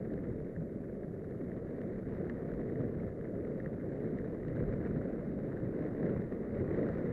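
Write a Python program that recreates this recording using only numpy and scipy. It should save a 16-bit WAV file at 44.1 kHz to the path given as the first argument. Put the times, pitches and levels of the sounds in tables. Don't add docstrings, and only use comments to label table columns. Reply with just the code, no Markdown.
import sys
import numpy as np
from scipy import signal
from scipy.fft import rfft, irfft
from scipy.io import wavfile
from scipy.ndimage import uniform_filter1d, map_coordinates

SR = 44100
rng = np.random.default_rng(int(sys.argv[2]) if len(sys.argv) > 2 else 0)


def convert_level_to_amplitude(level_db):
    exponent = np.asarray(level_db, float) / 20
    return 10 ** exponent


def to_wav(sig):
    pcm = np.clip(np.atleast_2d(sig), -1, 1) * 32767
    pcm = np.round(pcm).astype(np.int16)
    wavfile.write(sys.argv[1], SR, pcm.T)


N = 313992


def unit(x):
    return x / np.sqrt(np.mean(x ** 2) + 1e-20)


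def noise():
    return rng.standard_normal(N)


def wobble(rate):
    knots = rng.standard_normal(int(N * rate / SR) + 4)
    return map_coordinates(knots, [np.arange(N) * rate / SR])


def swing(table):
    return np.interp(np.arange(N) / SR, *np.transpose(table))


def coloured(x, spectrum):
    hz, db = np.transpose(spectrum)
    grid = np.fft.rfftfreq(8192, 1 / SR)
    gain = convert_level_to_amplitude(np.interp(np.log(grid + 1), np.log(hz + 1), db))
    ceps = irfft(np.log(gain + 1e-6))
    ceps[1:4096] *= 2
    ceps[4097:] = 0
    return signal.fftconvolve(x, irfft(np.exp(rfft(ceps))))[:N]


def patchy(depth_db):
    z = signal.stft(noise(), nperseg=1024)[2]
    field = uniform_filter1d(rng.standard_normal(z.shape), size=5, axis=0)
    field = uniform_filter1d(field, size=6, axis=1)
    return signal.istft(z * convert_level_to_amplitude(depth_db * unit(field)), nperseg=1024)[1][:N]


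# start_s [s], load_db [dB]
BUMPS = [(.25, 2), (1.8, 1.5), (2.03, -3), (2.82, 2), (3.45, 2), (4.04, 1), (4.75, -1.5), (5.28, 0),
         (5.6, 0.5), (5.83, 3), (6.07, 4), (6.41, 1), (6.68, 1), (6.841, 4)]


def bumps():
    t, half_length_s = np.arange(N) / SR, 0.039
    return sum(db * np.exp(-((t - s) / half_length_s) ** 2 / 2) for s, db in BUMPS)


# start_s [s], level_db [dB]
ROAD = [(0, -64.5), (.44, -65.5), (.85, -68), (1.3, -66), (1.75, -64), (2.0, -63), (2.35, -62),
        (2.85, -61.5), (3.2, -65.5), (3.45, -63.5), (4.5, -62), (4.62, -58.5), (4.95, -59), (5.35, -63.5),
        (5.55, -60.5), (6.16, -59.5), (6.4, -63.5), (6.65, -56.5)]
# start_s [s], level_db [dB]
AIR = [(0.0, -46.5), (0.54, -46.5), (0.55, -41.5), (0.93, -49.5), (1.07, -41), (1.11, -48), (2.46, -44.5),
       (2.72, -41.5), (4.24, -46.5), (4.72, -37), (5.27, -47.5), (5.69, -42), (5.71, -46), (6.15, -41),
       (6.45, -47), (6.62, -38), (7.08, -42), (7.12, -39.5)]
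# pitch_hz [Hz], level_db [dB per Hz]
DECK = [(40, -62.5), (110, -13), (190, -0.5), (300, -2.5), (430, -3), (550, -8), (700, -19), (880, -36),
        (1500, -64.5), (3000, -120)]
# pitch_hz [Hz], gain_db [dB]
HOUSING = [(100, -42), (500, -10.5), (900, -3.5), (1400, -3), (1880, -1.5), (2090, -6), (2470, -20),
           (3000, -28), (3350, -31.5), (3800, -26.5), (4400, -36), (7000, -44), (14000, -73)]


def wheels():
    jolt = wobble(22) + 1.3 * wobble(70)
    deck = unit(convert_level_to_amplitude(0.58 * jolt) * coloured(patchy(depth_db=-0.92), DECK))

    grains_per_s, spread_db, clump_db = 600, 2.5, 0.8
    chance, size = rng.random((2, N))
    sizes = (chance < grains_per_s / SR) * convert_level_to_amplitude(-spread_db * np.log(size + 0.063))
    crush = np.hanning(int(0.0022 * SR))
    grains = signal.fftconvolve(sizes, crush)[:N] * noise()
    bed = 0.88 * patchy(depth_db=1.5)
    grit = unit(coloured(convert_level_to_amplitude(clump_db * jolt) * (unit(grains) + bed), HOUSING))

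    road, air, load = swing(ROAD), swing(AIR), bumps()
    deck_db = -39.5 + 0.52 * (road - road.mean()) + 0.18 * (air - air.mean())
    deck_db = deck_db + load - 0.03 * wobble(5)
    grit_db = road + 0.5 + 0.38 * load
    return convert_level_to_amplitude(deck_db) * deck + convert_level_to_amplitude(grit_db) * grit


PEBBLE_HZ = (1210, 2100)


def pebbles(count=140):
    place, size, sharp, tone = rng.random((count, 4)).T
    s = (np.arange(count) + place) / count * (N - 1) / SR
    road = swing(ROAD)[(s * SR).astype(int)]
    peak_db = road + 13.5 - 2 * np.log(size + 0.12)
    edge_db = -35 + 11 * (sharp - 0.5)
    return list(zip(s, peak_db, edge_db, np.interp(tone, [0, 1], PEBBLE_HZ)))


# start_s [s], peak_db [dB], edge_db (sharp edge) [dB above the peak], pitch_hz (ring) [Hz]
STONES = [(0.1365, -41, -21.5, 1690), (0.177, -42, -46, 1810), (0.5624, -40.5, -40, 1780),
          (1.0325, -42.5, -42, 1740), (1.5168, -39.5, -42, 1840), (1.8153, -39, -23, 1810),
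          (4.432, -41, -30, 1940), (2.2967, -30.5, -26, 1750), (2.516, -40, -30, 1560),
          (2.5373, -42, -26, 1340), (2.614, -41.5, -38, 1820), (2.7564, -38.5, -31, 1850),
          (2.804, -39, -33, 1310), (3.2106, -43, -27, 1670), (3.2525, -41, -38, 1820),
          (3.4486, -43.5, -28, 1990), (3.6005, -34.5, -38, 1820), (3.6598, -34, -37, 1790),
          (4.1859, -37.5, -27, 1880), (4.482, -39.5, -20, 1890), (4.5675, -39, -28, 1610),
          (4.5999, -38.5, -36, 1610), (5.5707, -40.5, -35, 1650), (6.0287, -34.5, -31, 1780),
          (6.0622, -40, -22, 1840), (6.0945, -38, -26, 1410), (6.7448, -37, -27, 1780),
          (6.8294, -36, -36, 1930), (6.8877, -36.5, -24, 1350), (4.8499, -40, -30, 1900)]
# pitch_hz [Hz], level_db [dB per Hz]
EDGE = [(1000, -30), (2200, -3), (2800, 4.5), (3350, -1), (3900, -2), (4600, -10), (6500, -16.5),
        (8000, -27), (14000, -59)]


def stones():
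    rings, edges, crunches = np.zeros((3, N + SR))
    t = np.arange(SR // 50) / SR
    ring_shape = convert_level_to_amplitude(-60 * t / 0.0062) * (1 - np.exp(-t / 0.0016)) ** 3
    crackle_shape = 0.091 * convert_level_to_amplitude(-60 * t / 0.0072)
    crunch_shape = convert_level_to_amplitude(6 - 60 * t / 0.013) * (1 - np.exp(-t / 0.0015))
    for s, db, edge_db, hz in STONES + pebbles():
        crack = rng.standard_normal(len(t))
        edge = (t == t[30]) + crackle_shape * crack
        edge = edge / np.linalg.norm(edge)
        here = slice(round(s * SR), round(s * SR) + len(t))
        rings[here] += convert_level_to_amplitude(db + 20) * np.sin(2 * np.pi * hz * t) * ring_shape
        edges[here] += convert_level_to_amplitude(db + edge_db + 23.5) * edge
        crunches[here] += convert_level_to_amplitude(db) * crunch_shape * crack[::-1]
    return rings[:N] + coloured(crunches[:N], HOUSING) + coloured(edges[:N], EDGE)


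# pitch_hz [Hz], level_db [dB per Hz]
BUFFET = [(20, -61.5), (45, -24), (70, -8.5), (110, -2.5), (160, -2.5), (260, -16.5), (600, -50),
          (1000, -120)]
# pitch_hz [Hz], level_db [dB per Hz]
PUSH = [(8, -24.5), (20, -3), (45, -2), (65, -1.5), (110, -28), (300, -120)]


def wind():
    gust = convert_level_to_amplitude(swing(AIR) + 1.5 * wobble(6))
    lumps = unit(convert_level_to_amplitude(0.59 * wobble(14)) * coloured(patchy(depth_db=0.73), BUFFET))
    push = unit(convert_level_to_amplitude(1.8 * wobble(5)) * coloured(noise(), PUSH))
    slow_gust = uniform_filter1d(gust, size=SR // 2)
    return convert_level_to_amplitude(-0.7) * gust * lumps + convert_level_to_amplitude(-10.0) * slow_gust * push


# pitch_hz [Hz], level_db [dB per Hz]
HISS = [(1000, -6.5), (3000, -4.5), (5000, -4), (8000, -4), (10500, -4), (11500, 3), (12300, -8),
        (13000, -32.5)]
# multiple [times the base pitch], level_db [dB rms]
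WHINE = [(2, -106), (3, -104), (4, -106), (5, -99)]


def electronics():
    whine_hz = 2303 + 4 * wobble(40) + 9 * wobble(250)
    twin_hz = 2280 + 7 * wobble(40) + 16 * wobble(250)
    turn = 2 * np.pi * np.cumsum(whine_hz) / SR
    twin = 2 * np.pi * np.cumsum(twin_hz) / SR
    whine = sum(convert_level_to_amplitude(db) * np.sqrt(2) * (np.sin(k * turn) + np.sin(k * twin)) for k, db in WHINE)
    return convert_level_to_amplitude(-85.5) * unit(coloured(noise(), HISS)) + whine


def scene():
    return (wheels() + stones() + wind() + electronics())[None]


def top_cut(x):
    return signal.sosfilt(signal.butter(12, 15700, fs=SR, output="sos"), x)


# pitch_hz [Hz], share [of frames]
EMPTY = [(5500, 0.028), (7000, .08), (8300, 0.23), (9200, .06), (10000, 0), (10900, 0.62), (11250, 0.18),
         (11800, 0.14), (12100, 0.37), (12600, .8), (13000, 0.73)]


def record(dry):
    hz, t, z = signal.stft(dry, SR, nperseg=2048)
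    band = (hz // 230).astype(int)
    frames_held = 1 + rng.integers(2, size=len(t))
    draw = np.repeat(rng.random((band[-1] + 1, len(t))), frames_held, axis=1)[band, :len(t)]
    kept = draw > np.interp(hz, *np.transpose(EMPTY), left=0)[:, None]
    thinned = signal.istft(z * kept, SR, nperseg=2048)[1][:, :N]
    return top_cut(thinned + convert_level_to_amplitude(-99.0) * noise())


dry = scene()
out = record(dry)
to_wav(out)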